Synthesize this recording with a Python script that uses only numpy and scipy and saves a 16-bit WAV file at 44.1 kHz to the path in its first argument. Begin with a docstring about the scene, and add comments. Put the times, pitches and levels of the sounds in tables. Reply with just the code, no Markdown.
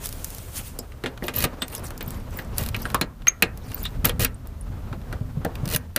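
"""A sleeve swishes and a key tip ticks on a wooden door's deadbolt, over hand rumble on a close camera.
The key works the bolt, then slides into the knob lock below: teeth rasp over snapping pins,
blows ring lock case and door, dry metal sticks and slips in brief squeaks.
The other keys chink on their ring as the fingers regrip. The doorway answers briefly."""
import sys
import numpy as np
from scipy import signal
from scipy.fft import rfft, irfft, next_fast_len
from scipy.io import wavfile
from scipy.ndimage import uniform_filter1d, map_coordinates

SR = 44100
rng = np.random.default_rng(int(sys.argv[2]) if len(sys.argv) > 2 else 0)


def put_to_file(sound):
    """Save the sound as 16-bit audio at rate SR, in the file named by the first command-line argument."""
    columns = np.atleast_2d(sound).T  # one column per channel
    safe = np.clip(columns, -1, 1)
    whole_steps = np.round(safe * 32767)
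    wavfile.write(sys.argv[1], SR, whole_steps.astype(np.int16))


N = 263718
T = np.arange(SR // 3) / SR  # time axis of one blow, s

# hand movement: time_s, rumble_db, rubbing_db
HAND_EFFORT = [(0.0, -37, -47), (1.0, -41.5, -50), (1.43, -39, -43), (1.75, -43, -47.5), (1.8, -36, -42),
               (2.18, -35, -46.5), (2.93, -32, -41.5), (3.06, -42.5, -56), (3.55, -38, -49.5),
               (3.98, -33.5, -45), (4.2, -28.5, -50.5), (4.36, -40, -53.5), (4.76, -34, -47),
               (5.46, -33, -48), (5.59, -32.5, -44.5), (5.65, -30.5, -38.5), (5.88, -38.5, -53),
               (5.98, -48, -52.5)]
# blade along the keyway: start_s, end_s, rasp_start_db, rasp_end_db, tooth_gap_s, pin_db
KEY_STROKES = [(1.231, 1.3, -50.5, -53.5, .011, -36), (1.336, 1.411, -41, -36, .012, -48),
               (1.4056, 1.457, -35, -31, 0.019, -13.5), (2.584, 2.695, -41.5, -50, 0.026, -22),
               (4.045, 4.106, -27, -51, 0.014, -23), (4.195, 4.25, -34, -32, .0103, -18),
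               (5.677, 5.758, -50.5, -29.5, 0.012, -20)]
# fingers take a new hold on the bunch: crest_s, half_length_s, level_db
REGRIPS = [(1.748, 0.041, -41.5), (1.862, 0.024, -45), (2.124, 0.066, -49.5), (2.378, 0.061, -49.5),
           (2.61, 0.04, -41), (2.839, 0.069, -45.5), (3.782, 0.11, -48)]
# modes: pitch_hz, level_db
LOCK_MODES = [(1015, -1), (1210, 4), (1400, 1), (1635, 6.5), (1880, 5), (2170, -13.5), (2370, -13),
              (2470, 4.5), (2690, -1.5), (2805, 6), (3295, -3), (3710, -1), (4010, -4), (4230, -3.5)]  # case and bolt
DOOR_MODES = [(130, -4.5), (175, 1), (255, 4.5), (410, -6.5), (462, -9.5), (535, -5), (605, -4), (880, -41)]  # wooden leaf
# spectra: freq_hz, level_db
CASE_SPECTRUM = [(300, -11.5), (800, -4), (1300, 4), (2500, 1.5), (4200, -2), (5500, -11), (9000, -15),
                 (16000, -30.5)]  # lock case
CRACK_SPECTRUM = [(500, -17.5), (3000, -16.5), (5000, -2.5), (7200, -7.5), (10000, 0), (14500, -1),
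                  (16000, 1)]  # hard metal contact
HISS_SPECTRUM = [(300, -24), (1500, -1), (3000, -1), (6500, -4), (10000, -5.5), (14800, -1.5), (16000, -21)]  # fingers on keys, background hiss


def amp(db):
    """Decibels to gain."""
    return 10 ** (np.asarray(db) / 20)


def unit(x):
    """Scale to rms 1."""
    return x / np.sqrt(np.mean(x ** 2) + 1e-20)


def struck(x):
    """Scale a blow to rms 1 over its first 5 ms."""
    return x / np.sqrt(np.mean(x[:SR // 200] ** 2) + 1e-20)


def along(points, hz):
    """Read (freq_hz, value) points on a log axis."""
    freq_hz, values = np.transpose(points)
    return np.interp(np.log(hz + 1), np.log(freq_hz), values)


def curves(rows):
    """One value per sample for each column after the time."""
    time_s, *columns = np.transpose(rows)
    return [np.interp(np.arange(N) / SR, time_s, column) for column in columns]


def coloured(x, spectrum):
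    """Filter x by a spectrum; rms 1."""
    size = next_fast_len(len(x) + 4096)
    gain = amp(along(spectrum, np.fft.rfftfreq(size, 1 / SR)))
    return unit(irfft(rfft(x, size) * gain, size)[:len(x)])


def wobble(rate_hz):
    """Smooth random curve, rate_hz knots a second."""
    knots = rng.standard_normal(int(N * rate_hz / SR) + 4)
    return map_coordinates(knots, [np.arange(N) * rate_hz / SR])


def patchy(depth_db):
    """Noise whose colour shifts as a rubbing contact moves."""
    spectra = signal.stft(rng.standard_normal(N), nperseg=256)[2]
    field = uniform_filter1d(rng.standard_normal(spectra.shape), size=6, axis=0)
    field = uniform_filter1d(field, size=9, axis=1)
    return signal.istft(spectra * amp(depth_db * unit(field)), nperseg=256)[1][:N]


def bell(t, half_s):
    """Bell-shaped gain, 1 at t = 0."""
    return 1 / np.cosh(np.clip(1.6 * t / half_s, -30, 30))


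def swells(rows, fall_over_rise=0.89):
    """Gain of smooth movements, each rising to its crest and falling away."""
    t, gain = np.arange(N) / SR, np.zeros(N)
    for crest_s, half_s, db in rows:
        gain += amp(db) * bell(t - crest_s, np.where(t < crest_s, half_s, half_s * fall_over_rise))
    return gain


def envelope(t60_s, attack_s):
    """Quick rise, exponential decay."""
    return np.exp(-np.log(1000) * T / t60_s) * (1 - np.exp(-T / attack_s))


def burst(spectrum, t60_s, attack_s=0.00064):
    """Countless close modes dying together."""
    return struck(coloured(rng.standard_normal(len(T)), spectrum) * envelope(t60_s, attack_s))


def ring(modes, t60_s):
    """Distinct modes, struck at new strengths each time."""
    hz, db = np.transpose(modes)[:, :, None]
    gain = amp(db + 2.8 * rng.standard_normal(hz.shape))
    phase = 2 * np.pi * (hz * T + rng.random(hz.shape))
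    return struck(np.sum(gain * np.sin(phase), axis=0) * envelope(t60_s, attack_s=0.00027))


def cluster(hz, width, t60_s):
    """Close modes round one pitch; width is a share of that pitch."""
    detune = np.fft.rfftfreq(len(T), 1 / SR) / hz - 1
    band = irfft(rfft(rng.standard_normal(len(T))) / (1 + (detune / width) ** 2), len(T))
    return struck(band * envelope(t60_s, attack_s=0.00077))


def add(track, start_s, sound):
    """Mix a sound into the track."""
    part = track[max(round(start_s * SR), 0):][:len(sound)]
    part += sound[:len(part)]


def hand():
    """The grip on the camera rumbles, rubs and bumps; each regrip rubs harder."""
    # freq_hz, level_db
    rumble_spectrum = [(10, -27), (22, -8), (33, 1.5), (55, -1), (100, -3), (170, -12.5), (260, -15),
                       (500, -67), (1500, -61)]
    skin_spectrum = [(100, 2), (250, 1), (500, 0), (800, -4.5), (1300, -7), (2000, -15.5), (4000, -24),
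                     (9000, -34.5), (16000, -40.5)]
    # hand on door and camera: start_s, level_db, pitch_hz
    bumps = [(1.435, -15.5, 131), (2.073, -20.5, 143), (2.613, -15.5, 106), (2.938, -20, 108),
             (4.038, -13.5, 152), (4.19, -12, 127), (4.698, -21, 110.4), (4.912, -18.5, 113),
             (5.208, -14, 108), (5.368, -12.5, 142.4), (5.629, -14, 125), (5.667, -17, 170),
             (5.748, -13.5, 150)]
    rumble_db, rubbing_db = curves(HAND_EFFORT)
    rumble = coloured(amp(2 * wobble(20)) * rng.standard_normal(N), rumble_spectrum)
    skin = coloured(amp(2.2 * wobble(50)) * rng.standard_normal(N), skin_spectrum)
    rubbing = np.hypot(amp(rubbing_db + 2), amp(3.5) * swells(REGRIPS))
    out = amp(rumble_db + 1.5) * rumble + rubbing * skin
    for start_s, db, hz in bumps:
        thud = np.sin(2 * np.pi * hz * T) * envelope(t60_s=0.051, attack_s=0.0022)
        add(out, start_s + 0.00268, amp(db + 3) * thud + amp(db - 25.5) * ring(DOOR_MODES, t60_s=0.26))
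    return out


def hiss(mean_db=-60, db_per_rubbing_db=0.45):
    """Faint hiss, a little louder while the hand is busy."""
    _, rubbing_db = curves(HAND_EFFORT)
    level_db = mean_db + db_per_rubbing_db * (rubbing_db - rubbing_db.mean())
    return amp(level_db) * coloured(rng.standard_normal(N), HISS_SPECTRUM)


def sleeve():
    """Cloth slides past as the hand comes up to the door."""
    # crest_s, half_length_s, level_db
    swishes = [(0.051, 0.017, -32.5), (.28, 0.39, -43.5), (.577, 0.025, -30.5), (.675, 0.032, -42.5)]
    # freq_hz, level_db
    cloth_spectrum = [(300, -23), (1500, -5.5), (3000, -5), (5000, -6), (6800, -3.5), (7800, -3.5),
                      (9500, -2), (12000, -5), (14500, -1.5), (16000, -6)]
    return swells(swishes) * coloured(amp(1.2 * wobble(900)) * patchy(depth_db=1.5), cloth_spectrum)


def tick(db, lock_db, hz):
    """Tiny hard contact: a short tinted snap that barely wakes the lock."""
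    snap = burst(CRACK_SPECTRUM, t60_s=0.0039, attack_s=0.0004)
    snap += amp(-10.5) * burst(CRACK_SPECTRUM, t60_s=0.043)
    tint = cluster(hz, width=0.1, t60_s=0.014)
    body = burst(CASE_SPECTRUM, t60_s=0.026) + amp(-6) * ring(LOCK_MODES, t60_s=0.026)
    return amp(db - 9.5) * snap + amp(db - 24) * tint + amp(lock_db - 16) * body


def key_taps():
    """Key tip and ring tap against the lock."""
    # start_s, level_db, lock_db, pitch_hz
    taps = [(0.0579, -13, -29, 14400), (0.07, -21, -44, 14500), (0.0903, -21.5, -44, 13700),
            (0.1266, -22, -31, 14200), (0.2449, -14, -29, 6100), (0.3037, -25, -49, 13500),
            (0.348, -24, -47, 14400), (0.3834, -24, -39, 13100), (0.92, -43, -29.5, 5100),
            (1.1757, -39, -23.5, 1700), (1.6816, -23.5, -31, 13100), (1.7507, -16, -28, 12500),
            (1.9054, -26.5, -24, 11500), (1.9774, -25, -50, 6840), (2.1061, -23.5, -34, 10100),
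            (2.582, -5.5, -22, 14100), (2.764, -25, -21, 12100), (2.9015, -26.5, -22, 14500),
            (3.2198, -53, -32, 1498), (3.5748, -29.5, -46, 13700), (3.717, -29, -22, 14500),
            (3.8383, -25, -32, 13800), (4.4718, -32, -49, 13600), (5.015, -50.5, -35, 1500),
            (5.5541, -31, -22.5, 4800), (5.656, -22, -27, 4700), (5.7614, -4.5, -9, 11200)]
    out = np.zeros(N)
    for start_s, db, lock_db, hz in taps:
        add(out, start_s, tick(db, lock_db, hz))
    return out


def bolt_clacks():
    """Each blow of key or bolt cracks, rings the lock and the struck part, and shakes the door."""
    # start_s, lock_db, door_db, crack_db, part_hz, part_db
    blows = [(0.7884, -33.5, -30, -15, 464.5, -37), (1.038, -18, -24.5, -31, 1900, -31.5),
             (1.0603, -11, -26.5, -36, 1740, -36), (1.2234, -37, -25, -45, 1890, -35),
             (1.239, -24, -26, -28, 340, -24), (1.282, -10.5, -27.5, -22, 1890, -28.5),
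             (1.4399, -4.5, -22, -9, 1860, -23), (1.6203, -10.5, -29.5, -18.5, 3450, -25.5),
             (2.0076, -17, -31, -27, 1410, -48), (2.3884, -19, -35, -25, 1710, -32),
             (2.7447, -15.5, -40, -28, 2520, -25), (2.8539, -19, -35.5, -52, 1350, -25),
             (2.9447, -9.5, -24, -8, 1156, -15.5), (3.0121, -6.5, -19.5, -10.5, 2460, -25.5),
             (3.27, -8, -38.5, -17.5, 2267, -15), (3.4232, -0.5, -20.5, -1, 2560, -13.5),
             (3.8531, -17, -64.5, -23, 3460, -36.5), (4.0473, -7.5, -53, -20, 1560, -23),
             (4.0537, -7.5, -22, -3, 1560, -28), (4.0939, -12, -23, -15, 3240, -26),
             (4.1968, -24, -22, -15, 1300, -45), (4.247, -7, -34, -1, 2580, -25),
             (4.928, -28, -32.5, -46.5, 1343, -36.5), (5.1265, -24.5, -34, -32, 1462, -33.5),
             (5.4483, -19, -18, -19, 1630, -27.5), (5.9615, -9, -25, -4, 1870, -25)]
    # freq_hz, level_db
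    wood_spectrum = [(50, -5.5), (130, 7), (500, 6), (900, -1.5), (1600, -32.5), (5000, -46.5)]
    out = np.zeros(N)
    for start_s, lock_db, door_db, crack_db, part_hz, part_db in blows:
        case = burst(CASE_SPECTRUM, t60_s=0.081, attack_s=0.00041) + burst(CASE_SPECTRUM, t60_s=0.0048)
        lock = amp(-6.5) * case + amp(-10) * ring(LOCK_MODES, t60_s=0.08)
        part = cluster(part_hz, width=0.15, t60_s=0.052) + amp(-7.5) * ring([(part_hz, 0)], t60_s=0.027)
        door = burst(wood_spectrum, t60_s=0.15, attack_s=0.0017) + ring(DOOR_MODES, t60_s=0.13)
        crack = burst(CRACK_SPECTRUM, t60_s=0.014, attack_s=0.00067)
        metal = amp(lock_db - 12) * lock + amp(part_db - 2) * part + amp(crack_db - 10) * crack
        add(out, start_s, metal + amp(door_db - 7.5) * door)
    return out


def brass_pings():
    """Freely struck brass rings on in a tight cluster of modes."""
    # start_s, pitch_hz, level_db
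    pings = [(.789, 5100, -38), (.79, 7550, -37), (3.013, 6950, -35), (3.014, 4150, -25),
             (3.424, 4100, -24)]
    out = np.zeros(N)
    for start_s, hz, db in pings:
        add(out, start_s, amp(db) * cluster(hz, width=0.058, t60_s=0.054))
    return out


def key_rasp():
    """Teeth grind over the pins in quick uneven catches, which lock case and door pick up."""
    # freq_hz, level_db
    rasp_spectrum = [(100, 23.5), (250, 17), (500, 14), (900, -1.5), (1800, 7), (3500, 5.5), (6500, 3.5),
                     (10000, 3), (14500, 9), (16000, 2)]
    t, force = np.arange(N) / SR, np.zeros(N)
    for start_s, end_s, start_db, end_db, _, _ in KEY_STROKES:
        contact = np.clip((t - start_s) / 0.0043, 0, 1) * np.clip((end_s - t) / 0.0058, 0, 1)
        force += contact * amp(np.interp(t, [start_s, end_s], [start_db, end_db]))
    catches = amp(2.5 * wobble(250) + 2.7 * wobble(1500)) * rng.standard_normal(N)
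    lock = unit(signal.fftconvolve(catches, ring(LOCK_MODES, t60_s=0.042))[:N])
    door = signal.fftconvolve(force * catches, ring(DOOR_MODES, t60_s=0.16) / SR ** 0.5)[:N]
    return force * (amp(8) * coloured(catches, rasp_spectrum) + amp(-2) * lock) + amp(18.5) * door


def pin_clicks(max_teeth=8, pitch_hz=4350, growth_db=3):
    """A pin snaps down behind each passing tooth and rings, harder towards the stroke's end."""
    out = np.zeros(N)
    for start_s, end_s, _, _, tooth_gap_s, pin_db in KEY_STROKES:
        times_s = start_s + tooth_gap_s * np.arange(max_teeth)
        for snap_s in times_s[times_s < end_s - 0.005]:
            depth = (snap_s - start_s) / (end_s - start_s)
            db = pin_db + growth_db * (depth - 0.5)
            ringing = amp(db - 24) * cluster(pitch_hz, width=0.062, t60_s=0.032)
            add(out, snap_s, tick(db, lock_db=db - 2, hz=pitch_hz) + ringing)
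    return out


def key_chinks():
    """Held keys touch and ring high and briefly."""
    # start_s, level_db, pitch_hz
    touches = [(1.268, -21, 13000), (1.3612, -6.5, 13200), (1.3857, -5, 13500), (2.026, -19, 14600),
               (2.0772, -19, 14000), (2.372, -18, 14900), (2.8185, -19, 12300), (3.744, -11, 14000),
               (3.8297, -17, 13900), (4.052, -1.5, 13000), (4.344, -33.5, 8800), (4.6103, -27, 9780)]
    out = np.zeros(N)
    for start_s, db, hz in touches:
        blade = cluster(hz, width=0.075, t60_s=0.018) + amp(-12) * ring([(hz, 0)], t60_s=0.07)
        add(out, start_s, amp(db - 14) * blade + amp(db - 42) * burst(CRACK_SPECTRUM, t60_s=0.009))
    return out


def bolt_squeaks():
    """Dry metal sticks and slips: a brief whistle climbs as it grips, then the part rings faintly."""
    # crest_s, pitch_hz, level_db, swell_s, roughness_rad
    squeaks = [(1.626, 3633, -22, 0.0052, 0.33), (1.63, 8270, -32, 0.012, 1.5),
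               (3.2845, 6475, -2, .003, .1), (3.86, 3720, -26, 0.011, 1.1)]
    out, t = np.zeros(N), T - T.mean()
    for crest_s, hz, db, swell_s, roughness_rad in squeaks:
        flatness = 0.035 / (1 + np.exp(np.clip(2 * t / swell_s + 2, -30, 30)))
        phase = 2 * np.pi * np.cumsum(hz * (1 - flatness)) / SR + roughness_rad * wobble(600)[:len(T)]
        whistle = np.sin(phase) + amp(-21.5) * np.sin(2 * phase)
        add(out, crest_s - T.mean(), amp(db) * bell(t, swell_s) * whistle)
        add(out, crest_s, amp(db - 52) * cluster(hz, width=0.012, t60_s=0.35))
    return out


def fingers():
    """At each regrip fingertips and keys rub with a grainy, shifting hiss."""
    grains = amp(2 * wobble(90) + 2.5 * wobble(1200))
    return amp(2.5) * swells(REGRIPS) * coloured(grains * patchy(depth_db=5.5), HISS_SPECTRUM)


def key_jingle(grazes=8, range_db=10, spread_half_lengths=1.2):
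    """At each regrip the hanging keys graze at random: dry snaps, each with its own tint."""
    out = np.zeros(N)
    for crest_s, half_s, db in REGRIPS:
        for k, (jitter, height, force) in enumerate(rng.random(size=(grazes, 3))):
            offset = 2 * (k + jitter) / grazes - 1  # -1..1 about the crest
            hz = 4500 * (15000 / 4500) ** np.sqrt(height)
            snap = burst(CRACK_SPECTRUM, t60_s=0.008, attack_s=0.0004)
            tint = cluster(hz, width=0.12, t60_s=0.02)
            gain = amp(db - 2 + range_db * force ** 2 - 5 * abs(offset))
            add(out, crest_s + spread_half_lengths * half_s * offset, gain * (snap + 0.5 * tint))
    return out


def doorway(x):
    """Short reverberation of door frame and walls, 5 ms late."""
    # freq_hz, t60_s
    decay_times = [(150, 0.25), (1000, 0.4), (4000, 0.047), (7000, 0.1), (14000, 0.033)]
    hz, t, spectra = signal.stft(rng.standard_normal(SR // 2), SR, nperseg=256)
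    decay = amp(-60 * t / along(decay_times, hz)[:, None])
    tail = signal.istft(spectra * decay, SR, nperseg=256)[1]
    return signal.fftconvolve(x, np.pad(tail / np.linalg.norm(tail), (SR // 200, 0)))[:N]


def scene():
    """The lock in its doorway, over handling noise; mono."""
    lock = key_taps() + bolt_clacks() + brass_pings() + key_rasp() + pin_clicks()
    metal = lock + key_chinks() + bolt_squeaks() + key_jingle()
    handling = hand() + hiss() + sleeve() + fingers()
    return (metal + amp(-20) * doorway(metal) + handling)[None]


def record(dry):
    """The camera rounds off the highest peaks and cuts the top treble."""
    ceiling, cutoff_hz = 0.85, 15300
    rounded = dry / (1 + np.abs(dry / ceiling) ** 4) ** (1 / 4)
    return signal.sosfilt(signal.ellip(10, 0.2, 80, cutoff_hz, fs=SR, output="sos"), rounded)


dry = scene()
out = record(dry)
put_to_file(out)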